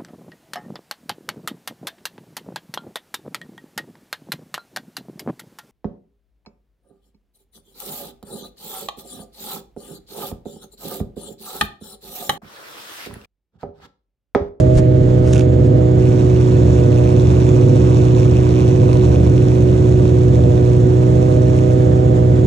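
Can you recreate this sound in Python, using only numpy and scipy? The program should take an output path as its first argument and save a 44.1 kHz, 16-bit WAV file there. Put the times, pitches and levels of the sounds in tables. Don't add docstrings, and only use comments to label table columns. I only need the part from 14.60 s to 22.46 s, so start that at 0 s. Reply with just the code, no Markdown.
import sys
import numpy as np
from scipy import signal
from scipy.fft import rfft, irfft
from scipy.io import wavfile
from scipy.ndimage import uniform_filter1d, minimum_filter1d

SR = 44100
rng = np.random.default_rng(int(sys.argv[2]) if len(sys.argv) > 2 else 0)


def unload_audio(sound):
    columns = np.transpose(np.atleast_2d(sound))
    steps = np.round(np.clip(columns, -1, 1) * 32767)
    wavfile.write(sys.argv[1], SR, steps.astype(np.int16))


def attenuation_scalar(level_db):
    decades = np.asarray(level_db, float) / 20
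    return 10 ** decades


N = 346626

# time in seconds, speed in turns per second (Hz).
CRANK_SPEED = [(0, 62.3), (.15, 63.0), (.45, 62.2), (.75, 62.5), (1.05, 61.8), (1.25, 62.05), (2.35, 60.85),
               (2.65, 61.45), (4.2, 61.42), (4.35, 61.85), (4.5, 61.0), (4.85, 61.55), (5.7, 61.3),
               (5.85, 60.85), (6.3, 61.4), (6.5, 62.25), (7.5, 62.25), (7.86, 61.5)]
# multiple of crank speed, rms level in dB.
HUM_ORDERS = [(1, -31), (1.5, -25), (2, -13), (2.5, -27), (3, -26), (3.5, -50.5), (4, -31.5), (4.5, -32.5),
              (5, -20.5), (5.5, -36), (6, -18.5), (6.5, -37.5), (7, -30.5), (7.5, -52), (8, -27.5),
              (8.5, -37), (9, -50.5), (9.5, -37), (10, -31), (10.5, -39), (11, -45), (11.5, -44),
              (12, -39.5), (14, -53.5), (16, -49.5), (20, -59), (24, -60.5)]
# frequency in Hz, width in Hz, level in dB.
EXHAUST_MODES = [(74, 19, 4.5), (130, 57.5, 2.5), (196, 52, -2), (270, 34.7, -4), (361.4, 24.6, -7.5),
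                 (447, 14.7, -10), (502.4, 43, -6.5), (591, 27.3, -11), (668, 35, -14), (725, 78, -28.5)]
# frequency in Hz, density in dB per Hz.
HISS_SPECTRUM = [(470, -35.5), (800, -2.5), (929, -3.5), (973, -8), (1180, -8), (1670, -12), (1960, -17),
                 (2150, -17), (2530, -21.5), (3180, -19.5), (4000, -22.5), (4150, -23.5), (6880, -21.5),
                 (10400, -35.5), (12500, -81), (16300, -109), (22000, -120)]
# frequency in Hz, side against middle in dB.
HISS_SIDE = [(60, -24), (110, -21.5), (190, -15.5), (350, -7.5), (630, -1), (1140, 3.5), (2060, 3),
             (3710, 0), (6690, -1.5), (12100, -17)]
# frequency in Hz, width in Hz, level in dB.
CAVITY_MODES = [(3460, 150, 1.5), (6940, 1100, -0.5)]
# time in seconds, level in dB.
FACING = [
    (0, -0.5),
    (.08, 2),
    (.3, -6),
    (.55, 1.5),
    (.9, -2),
    (1.3, -1.5),
    (3, 3),
    (4, -1),
    (5, -1),
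    (7.86, 0.5),
]
# frequency in Hz, density in dB per Hz.
RUB_SPECTRUM = [(200, -4), (400, -2), (900, -14.5), (2000, -20), (4000, -25.5), (6500, -22), (10000, -31),
                (14000, -44.5), (16000, -74)]
# start in seconds, hold in seconds, level in dB,
# left minus right in dB.
STROKES = [
    (0, 0.0015, -38, 18),
    (0.183, 0.0074, -32, 10.5),
    (0.524, 0.05, -67, 4),
    (0.669, 0.09, -41, 6),
    (.76, 0.06, -45.5, -11.5),
    (1.07, .004, -45, -3.5),
]
# peak time in seconds, level in dB.
GUSTS = [
    (.14, -29),
    (.2, -22),
    (.46, -22),
    (.7, -22),
]
# start in seconds, peak in dB, length in seconds, brightness in dB.
CLICKS = [(0.548, -47, 0.00073, 13), (0.7292, -27.5, .001, 7), (0.7334, -24.5, 0.0013, 2),
          (0.734, -18, 0.002, -1.5), (0.7447, -29.5, 0.0011, -2.5), (0.747, -26, 0.0014, 0.5),
          (0.756, -23.5, 0.0027, -7), (0.7585, -26, 0.0033, -3.5), (0.765, -21.5, 0.0023, -7),
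          (0.778, -38, 0.0033, -3), (0.7797, -24, 0.0012, 1.5), (0.786, -24.5, 0.0018, -7.5),
          (0.789, -28, 0.00077, -1), (0.794, -26.5, 0.0015, -5), (0.794, -23, 0.0016, 0),
          (0.808, -22.5, 0.0033, -5.5)]
# frequency in Hz, width in Hz, level in dB.
MOUNT_MODES = [(1400, 220, -3), (2610, 430, 1.5), (3630, 490, -0.5), (6100, 1100, -3), (9500, 5200, -17)]
# time in seconds, buzz level in dB.
LOOSENESS = [
    (1.4, -45),
    (3.4, -41),
    (4.25, -42),
    (4.8, -45.5),
    (6.5, -49),
    (6.75, -46),
    (6.9, -47),
    (7.2, -50.5),
    (7.3, -65),
]
# frequency in Hz, density in dB per Hz.
BUZZ_SPECTRUM = [(600, 2), (1000, 3.5), (1800, -19.5), (2550, -6), (3100, -14), (3700, -11.5), (4800, -16),
                 (5700, -7), (7000, -11), (9000, -19.5), (12500, -29.5), (16000, -61.5)]
# frequency in Hz, left minus right in dB.
PORT_BALANCE = [(30, -4), (75, 1), (125, -1), (185, -3), (250, -3), (310, -8.5), (370, -6.5), (490, -13.5),
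                (630, -13.5), (740, -5.5), (1140, -3.5), (2060, -0.5), (3710, -2.5), (6690, -14.5),
                (12100, 2.5)]
# frequency in Hz, left's lead in radians.
PORT_LEAD = [(60, -.2), (90, -.25), (125, -.48), (185, -.2), (250, .4), (340, 0), (490, .8), (650, 2.6),
             (1380, 2.2), (1810, .8), (2500, 1.6), (3700, .8), (4390, .3), (4820, -3.1), (6290, -6.3)]
# frequency in Hz, diffuse against direct sound in dB.
BARN_DIFFUSE = [(300, -40), (700, -18), (1500, -9), (4000, -10), (8000, -10), (14000, -10)]


def rms_one(x):
    return x / np.sqrt(np.mean(x ** 2) + 1e-20)


def in_time(rows):
    s, *columns = np.transpose(rows)
    return [np.interp(np.arange(N) / SR, s, column) for column in columns]


def at_hz(points):
    bins_hz = np.maximum(np.arange(N // 2 + 1) * SR / N, 1)
    hz, values = np.transpose(points)
    return np.interp(np.log(bins_hz), np.log(hz), values)


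def colour(x, spectrum):
    highpass = signal.butter(4, spectrum[0][0], "high", fs=SR, output="sos")
    closed = signal.sosfilt(highpass, x)
    return rms_one(irfft(rfft(closed) * attenuation_scalar(at_hz(spectrum)), N))


def drift(rate):
    every = 40
    pole = np.exp(-80 * np.pi * rate / SR)
    white = rng.standard_normal(N // every + 2002)
    slow = signal.lfilter([1], [1, -2 * pole, pole * pole], white)[2000:]
    return np.interp(np.arange(N) / every, np.arange(len(slow)), rms_one(slow))


def resonate(x, modes):
    out = 0
    for k, (hz, width, db) in enumerate(modes):
        r = np.exp(-np.pi * width / SR)
        top = np.array([1, 0, -1]) * (1 - r * r) / 2
        bottom = [1, -2 * r * np.cos(2 * np.pi * hz / SR), r * r]
        out = out + (-1) ** k * attenuation_scalar(db) * signal.lfilter(top, bottom, x + 1e-18)
    return out


def swell(s, hold, db, rise, fall):
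    t = np.arange(N) / SR - s
    return attenuation_scalar(db + rise * np.minimum(t, 0) - fall * np.maximum(t - hold, 0))


def firing_strengths():
    alternate = 0.72
    neighbour = 0.32
    chance = rng.standard_normal(1200)
    return rms_one(signal.lfilter([1, neighbour], [1, 0, 0, 0, alternate], chance)[100:])


def standing_field(crank):
    null_hz, null_width_hz = 61.45, .3
    null = np.exp(-((crank - null_hz) / null_width_hz) ** 2)
    near = np.exp(-np.arange(N) / SR / 0.33)
    eighth_db = -20 - 7 * null
    tenth_db = -27.5 - 9 * null + 10 * near
    upper_db = 6 - 3 * null - 25 * near
    flutter_db = -17 - 5 * (crank - null_hz) + 7.5 * near
    return eighth_db, tenth_db, upper_db, flutter_db


def hum(turns, eighth_db, tenth_db, upper_db):
    exhaust = rfft(resonate(np.arange(SR) == 0, EXHAUST_MODES))
    out = 0
    for multiple, db in HUM_ORDERS:
        place_db = (eighth_db + 25) * (multiple == 8) + (tenth_db + 32) * (multiple == 10)
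        place_db = place_db - .4 * (eighth_db + 23) * (multiple == 6)
        place_db = place_db + upper_db * (multiple > 11.5)
        firing = 2 * round(multiple / 2)
        phase = np.angle(exhaust[round(61.5 * firing)]) + .575 * firing - 3.8 * (multiple - firing) ** 2
        waver = np.sqrt(multiple) * (1 + 3 * (multiple % 1) * (multiple > 3))
        level_waver_db = .45 * waver * drift(4.0)
        phase_waver = .06 * waver * drift(6.0)
        angle = 2 * np.pi * multiple * turns + phase + phase_waver
        out = out + attenuation_scalar(db + place_db + level_waver_db) * np.cos(angle)
    return np.sqrt(2) * out


def flutter(firings, strengths, depth_db):
    train = np.bincount(firings, strengths[:len(firings)], N)
    pulses = rms_one(resonate(train, EXHAUST_MODES))
    eddies = rng.standard_normal((2, N))
    ringing = resonate(eddies[0], EXHAUST_MODES[::2]) + resonate(eddies[1], EXHAUST_MODES[1::2])
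    turbulence = attenuation_scalar(-23) * rms_one(ringing)
    silencer = signal.butter(4, 5000, fs=SR, output="sos")
    return signal.sosfilt(silencer, attenuation_scalar(depth_db + 2.5) * pulses + turbulence)


def hiss(turns):
    shared, apart = (colour(white, HISS_SPECTRUM) for white in rng.standard_normal((2, N)))
    apart = irfft(rfft(apart) * attenuation_scalar(at_hz(HISS_SIDE)), N)
    facing_db, = in_time(FACING)
    puffs_db = 1.5 * np.cos(2 * np.pi * (2 * turns - .3))
    hiss_db = -45.5 + .7 * facing_db + puffs_db + 1.4 * drift(31)
    valves = attenuation_scalar(hiss_db) * (shared * attenuation_scalar([[-1.5], [1.5]]) + apart * [[1], [-1]])

    covered = np.exp(-((np.arange(N) / SR - .64) / .06) ** 2)
    whistle_db = -55 + 1.3 * facing_db - 20 * covered + 2.5 * drift(17)
    whistle = rms_one(resonate(resonate(rng.standard_normal(N), CAVITY_MODES), CAVITY_MODES))
    top_end = signal.cheby2(12, 40, 11700, fs=SR, output="sos")
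    return signal.sosfilt(top_end, valves + attenuation_scalar(whistle_db) * whistle)


def rubbing():
    grains = attenuation_scalar(2.1 * drift(160))
    skin = colour(rng.standard_normal(N) * grains, RUB_SPECTRUM) * attenuation_scalar(4.5)
    strokes = 0
    for s, hold, db, pan_db in STROKES:
        sides = attenuation_scalar([[pan_db / 2], [-pan_db / 2]])
        strokes = strokes + swell(s, hold, db, rise=380, fall=1100) * sides
    return skin * strokes


def wind():
    band = signal.butter(2, [18, 80], "band", fs=SR, output="sos")
    air = signal.sosfilt(band, rng.standard_normal((2, N)))
    air = air + 1.5 * air.sum(axis=0)
    still_air = attenuation_scalar(-44.5)
    gusts = still_air + sum(swell(s, 0, db, rise=200, fall=320) for s, db in GUSTS)
    lumps = attenuation_scalar(4 * drift(10))
    return rms_one(air) * gusts * lumps


def clicks():
    t = np.arange(N // 8) / SR
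    noise = rng.standard_normal(len(t))
    out = np.zeros(N)
    for s, db, length, bright_db in CLICKS:
        snap = noise * (t > s) * np.exp(-np.maximum(t - s, 0) / length)
        modes = [(hz, width, level_db + bright_db * (hz > 3000)) for hz, width, level_db in MOUNT_MODES]
        out[:len(t)] += attenuation_scalar(db + 5.5) * resonate(snap, modes)
    return out * attenuation_scalar([[-4.5], [4.5]])


def buzz(turns, strengths, catch_db):
    buzz_db, = in_time(LOOSENESS)
    bright_db = -3.5 - 0.7 * (buzz_db - LOOSENESS[0][1])
    step = (2 * turns) % 1
    burst = np.exp(-((step - .3) / .075) ** 2)
    rebound = np.exp(-((step - .78) / .07) ** 2)

    knocks = attenuation_scalar(rng.normal(0, 2.3, 2400))[(4 * turns).astype(int)]
    follow_db = 0.86 * strengths[(2 * turns).astype(int)] + 0.57 * drift(18)
    shaken = rng.standard_normal(N) * knocks * attenuation_scalar(follow_db)
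    dull = colour(shaken * (burst + .3 * rebound + .12), BUZZ_SPECTRUM)
    bright = colour(shaken * (burst + .95 * rebound + .25), BUZZ_SPECTRUM)

    split = signal.butter(2, 4700, fs=SR, output="sos")
    low = signal.sosfiltfilt(split, dull)
    high = bright - signal.sosfiltfilt(split, bright)
    seated = np.clip((np.arange(N) / SR - 1.36) / 0.045, 0, 1)
    return seated * attenuation_scalar(buzz_db + catch_db + 8.5) * (low + attenuation_scalar(bright_db - 0.5) * high)


def ports(x):
    t = np.arange(SR // 2) / SR
    tails = rng.standard_normal((2, len(t))) * attenuation_scalar(-60 * t / 0.06) * (t > .008)
    tails = tails / np.sqrt(np.sum(tails ** 2, axis=1, keepdims=True))
    barn = rfft(tails, N) * attenuation_scalar(at_hz(BARN_DIFFUSE))
    left = attenuation_scalar(at_hz(PORT_BALANCE)) * np.exp(1j * at_hz(PORT_LEAD))
    return irfft(rfft(x) * np.array([left * (1 + barn[0]), 1 + barn[1]]), N)


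def scene():
    crank, = in_time(CRANK_SPEED)
    turns = np.cumsum(crank) / SR
    firings = np.flatnonzero(np.diff(np.floor(2 * turns)))
    strengths = firing_strengths()
    eighth_db, tenth_db, upper_db, flutter_db = standing_field(crank)
    sag = np.maximum(-np.gradient(crank) * SR, 0)
    catch_db = 0.35 * uniform_filter1d(sag, size=2000)

    engine = hum(turns, eighth_db, tenth_db, upper_db) + flutter(firings, strengths, flutter_db + catch_db)
    valve_gear = hiss(turns)
    handling = rubbing() + wind() + clicks()
    return ports(engine + buzz(turns, strengths, catch_db)) + valve_gear + handling


def low_pass(x):
    return signal.sosfilt(signal.butter(12, 12660, fs=SR, output="sos"), x)


def record(dry):
    power = uniform_filter1d(np.mean(dry ** 2, axis=0), round(0.031 * SR))
    level_db = 10 * np.log10(power + 1e-9)
    held = dry * attenuation_scalar(-.4 * (level_db + 10.5))

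    peaks = np.max(np.abs(held), axis=0)
    room_left = minimum_filter1d(np.minimum(1, .94 / (peaks + 1e-9)), size=400)
    limited = held * uniform_filter1d(uniform_filter1d(room_left, size=200), size=200)
    capsule = signal.butter(4, 11000, fs=SR, output="sos")
    return low_pass(signal.sosfilt(capsule, limited))


dry = scene()
out = record(dry)
unload_audio(out)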